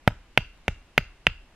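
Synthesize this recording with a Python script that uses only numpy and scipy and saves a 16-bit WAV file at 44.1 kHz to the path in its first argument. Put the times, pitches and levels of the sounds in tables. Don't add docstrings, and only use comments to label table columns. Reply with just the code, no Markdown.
import sys
import numpy as np
from scipy import signal
from scipy.fft import rfft, irfft
from scipy.io import wavfile
from scipy.ndimage import uniform_filter1d

SR = 44100
rng = np.random.default_rng(int(sys.argv[2]) if len(sys.argv) > 2 else 0)


def put_to_file(sound):
    columns = np.atleast_2d(sound).T
    safe = np.clip(columns, -1, 1)
    whole_steps = np.round(safe * 32767)
    wavfile.write(sys.argv[1], SR, whole_steps.astype(np.int16))


N = 68355

# start_s, billet_db, club_db, axe_db, crack_db, push_db, billet_pitch_ratio, club_pitch_hz,
# second_bite_delay_s, second_bite_db, scatter_db
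BLOWS = [(.0760, 5, 3.5, -4.5, 2.5, -5.5, 0.99, 2010, 0.00131, -7.5, -2),
         (0.3753, 2.5, 3.5, 5.5, 2, -18, 1.02, 2192, 0.00146, -24.5, -0.5),
         (0.6803, -3.5, -4.5, -2.5, -2, -23.5, 0.91, 2140, 0.0013, -17, 3),
         (0.9783, 0.8, 5, 6, 4.5, -21, 0.976, 2200, 0.000854, -22.5, -1),
         (1.2677, -3.5, 2.5, 6.5, -1, -23.5, 1.01, 2071, 0.0005, -37.5, -1)]
# start_s, level_db, pitch_hz
SETTLES = [(0.088, -30, 112), (0.386, -22.5, 128), (0.6864, -17, 92), (.9880, -22.5, 132),
           (1.275, -20, 112)]
# pitch_hz, level_db, t60_s
BILLET_MODES = [(253.2, -27.5, .036), (497, -16.5, .02), (613, -16.5, 0.023), (764, -12.5, 0.012),
                (935, -10.5, 0.011)]
# pitch_ratio, level_db, t60_s
CLUB_MODES = [(.67, -1, 0.0072), (.86, -10, 0.012), (.95, -1, 0.011), (1.12, -9, .012)]
# pitch_hz, level_db, t60_s
AXE_MODES = [(2560.6, 1.5, 0.0066), (2738, -5, 0.013), (2977, -2.5, .007), (3654, -22.5, .012),
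             (4750, -30, 0.014), (5690, -30, 0.0051), (6430, -37, 0.012)]
# pitch_hz, level_db, t60_s
STEEL_MODES = [(2665, -54.5, 0.45), (2817, -52.5, 0.18)]
# frequency_hz, relative_level_db_per_hz
CRACK_SPECTRUM = [(300, -11), (1000, -2), (3200, 6.5), (4200, -7), (5800, -7), (7200, -14.5), (10000, -14),
                  (13000, -12.5), (16000, -29)]
# pitch_hz, level_db, t60_s
GROUND_MODES = [(30.8, -36, 0.38), (39.06, -40.5, 0.71), (62.5, -37.5, 0.39), (104, -34.5, .17)]
# frequency_hz, level_db
FOREST_SPECTRUM = [(80, -28.5), (300, -25), (800, -27.5), (1300, -20.5), (1750, -26.5), (2200, -28),
                   (2600, -26), (2790, -20), (3150, -26.5), (4000, -15.5), (5000, -12), (6000, -17),
                   (7200, -11.5), (10000, -30.5), (15000, -36.5)]
# frequency_hz, t60_s
FOREST_T60 = [(100, 0.32), (700, 0.17), (1800, 0.41), (2800, 0.39), (3600, 0.32), (5000, 0.28),
              (12000, 0.41)]
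# delay_s, level_db
ECHOES = [(.0027, -22), (.0052, -26), (0.0267, -39), (0.0315, -35), (0.045, -44.5)]
# frequency_hz, relative_level_db_per_hz
AIR_SPECTRUM = [(20, -0.5), (38, 2), (60, -7), (100, -9.5), (190, -12.5), (300, -12), (450, -17.5),
                (730, -17), (1400, -20.5), (2300, -20.5), (2800, -20.5), (3400, -24.5), (7000, -32.5),
                (11800, -41), (15000, -55.5)]

CONTACT_S = 0.00075
CRACK_DB, CRACK_S = -21.5, 0.00087
SPLINTER_DB, SPLINTER_S = -15.5, 0.0075
PUSH_HZ, PUSH_S = 123, 0.0019
SETTLE_S, SWAY_DELAY_S = 0.0027, 0.0068
REBOUND_DELAY_S, REBOUND_S, REBOUND_DB = 0.048, 0.0064, -33.5
FOREST_RISE_S = 0.01
AIR_DB, AIR_PATCHY_DB = -57, 0.5
MIC_GAP_M, SOUND_SPEED_M_S = 0.041, 343
RIGHT_LEAD_S, RIGHT_DB, SHADE_HZ = 0.00002, 0.98, 350
CLIP_KNEE = 9.1
BAND_LIMIT_HZ = 16000


def amp(db):
    return 10 ** (np.asarray(db) / 20)


def unit(x):
    return x / np.sqrt(np.mean(x ** 2) + 1e-20)


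def read(points, hz):
    table_hz, value = np.transpose(points)
    return np.interp(np.log(hz + 1), np.log(table_hz + 1), value)


def add(mix, start_s, sound):
    part = mix[max(round(start_s * SR), 0):][:len(sound)]
    part += sound[:len(part)]


def colour(x, points):
    size = x.shape[-1]
    gain = amp(read(points, np.fft.rfftfreq(size, 1 / SR)))
    return irfft(rfft(x) * gain, size)


def pulse(t, peak_s):
    return t / peak_s * np.exp(1 - t / peak_s)


def decay(t, t60_s):
    return np.exp(-np.log(1000) * t / t60_s)


def ring(modes, t, pitch=1, lag_s=0):
    swell = 1 - np.exp(-(t / CONTACT_S) ** 2)
    total = 0
    for hz, db, t60_s in modes:
        total = total + amp(db) * decay(t, t60_s) * np.sin(2 * np.pi * hz * pitch * (t - lag_s))
    return swell * total


def diffuse(size):
    a, b = rfft(rng.standard_normal((2, size)))
    coherence = np.sinc(2 * np.fft.rfftfreq(size, 1 / SR) * MIC_GAP_M / SOUND_SPEED_M_S)
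    mid = a * np.sqrt((1 + coherence) / 2)
    side = b * np.sqrt((1 - coherence) / 2)
    return irfft(np.array([mid + side, mid - side]), size)


def air():
    z = signal.stft(colour(diffuse(N), AIR_SPECTRUM), nperseg=512)[2]
    patches = rng.standard_normal(z.shape[1:])
    patches = uniform_filter1d(patches, size=14, axis=0)
    patches = unit(uniform_filter1d(patches, size=8, axis=1))
    noise = signal.istft(z * amp(AIR_PATCHY_DB * patches), nperseg=512)[1][:, :N]
    return amp(AIR_DB) * unit(noise)


def settle(t, db, hz):
    return -amp(db) * pulse(t, SETTLE_S) * np.sin(2 * np.pi * hz * t)


def rebound(t):
    u = (t - REBOUND_DELAY_S) / REBOUND_S
    return amp(REBOUND_DB) * (1 - 2 * u ** 2) * np.exp(-u ** 2)


def ground():
    t, out = np.arange(SR) / SR, np.zeros(N)
    for start_s, db, hz in SETTLES:
        add(out, start_s, settle(t, db, hz))
    for start_s, *_ in BLOWS:
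        add(out, start_s, rebound(t))
        add(out, start_s + SWAY_DELAY_S, ring(GROUND_MODES, t))
    return out


def forest(sound):
    hz, t, z = signal.stft(diffuse(SR // 2), SR, nperseg=256)
    rise = 1 - np.exp(-t / FOREST_RISE_S)
    fade = decay(t, read(FOREST_T60, hz)[:, None]) * rise
    tail = signal.istft(z * fade, SR, nperseg=256)[1]
    tail = colour(tail / np.linalg.norm(tail[0]), FOREST_SPECTRUM)
    return signal.fftconvolve(sound[None], tail, axes=1)


def near(sound):
    right = sound.copy()
    for delay_s, db in ECHOES:
        add(right, delay_s, amp(db) * sound)
    hz = np.fft.rfftfreq(len(right), 1 / SR)
    shade = amp(-RIGHT_DB * hz ** 2 / (hz ** 2 + SHADE_HZ ** 2))
    lag = np.exp(-2j * np.pi * hz * RIGHT_LEAD_S)
    left = irfft(rfft(right) * shade * lag, len(right))
    return np.array([left, right])


def push(t, db):
    return amp(db) * pulse(t, PUSH_S) * np.cos(2 * np.pi * PUSH_HZ * (t - CONTACT_S))


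def crack(t, db):
    tearing = pulse(t, CRACK_S) + amp(SPLINTER_DB) * np.exp(-t / SPLINTER_S)
    noise = unit(colour(rng.standard_normal(len(t)), CRACK_SPECTRUM))
    return amp(CRACK_DB + db) * tearing * noise


def blow(billet_db, club_db, axe_db, crack_db, push_db, billet_pitch, club_hz, bite_s, bite_db):
    t = np.arange(SR // 2) / SR
    billet = amp(billet_db) * ring(BILLET_MODES, t, billet_pitch, CONTACT_S)
    club = amp(club_db) * ring(CLUB_MODES, t, club_hz)
    steel = amp(axe_db) * (ring(AXE_MODES, t) + ring(STEEL_MODES, t))
    knock = billet + club + steel
    out = knock + crack(t, crack_db) + push(t, push_db)
    add(out, bite_s, amp(bite_db) * knock)
    return out


def scene():
    out = air() + ground()
    for start_s, *strike, scatter_db in BLOWS:
        sound = blow(*strike)
        for channel, direct, tail in zip(out, near(sound), forest(sound)):
            add(channel, start_s, direct)
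            add(channel, start_s, amp(scatter_db) * tail)
    return out


def record(dry):
    clipped = dry / (1 + abs(dry) ** CLIP_KNEE) ** (1 / CLIP_KNEE)
    lowpass = signal.firwin(255, BAND_LIMIT_HZ, window=("kaiser", 9), fs=SR)
    return signal.oaconvolve(clipped, lowpass[None], "same")


dry = scene()
out = record(dry)
put_to_file(out)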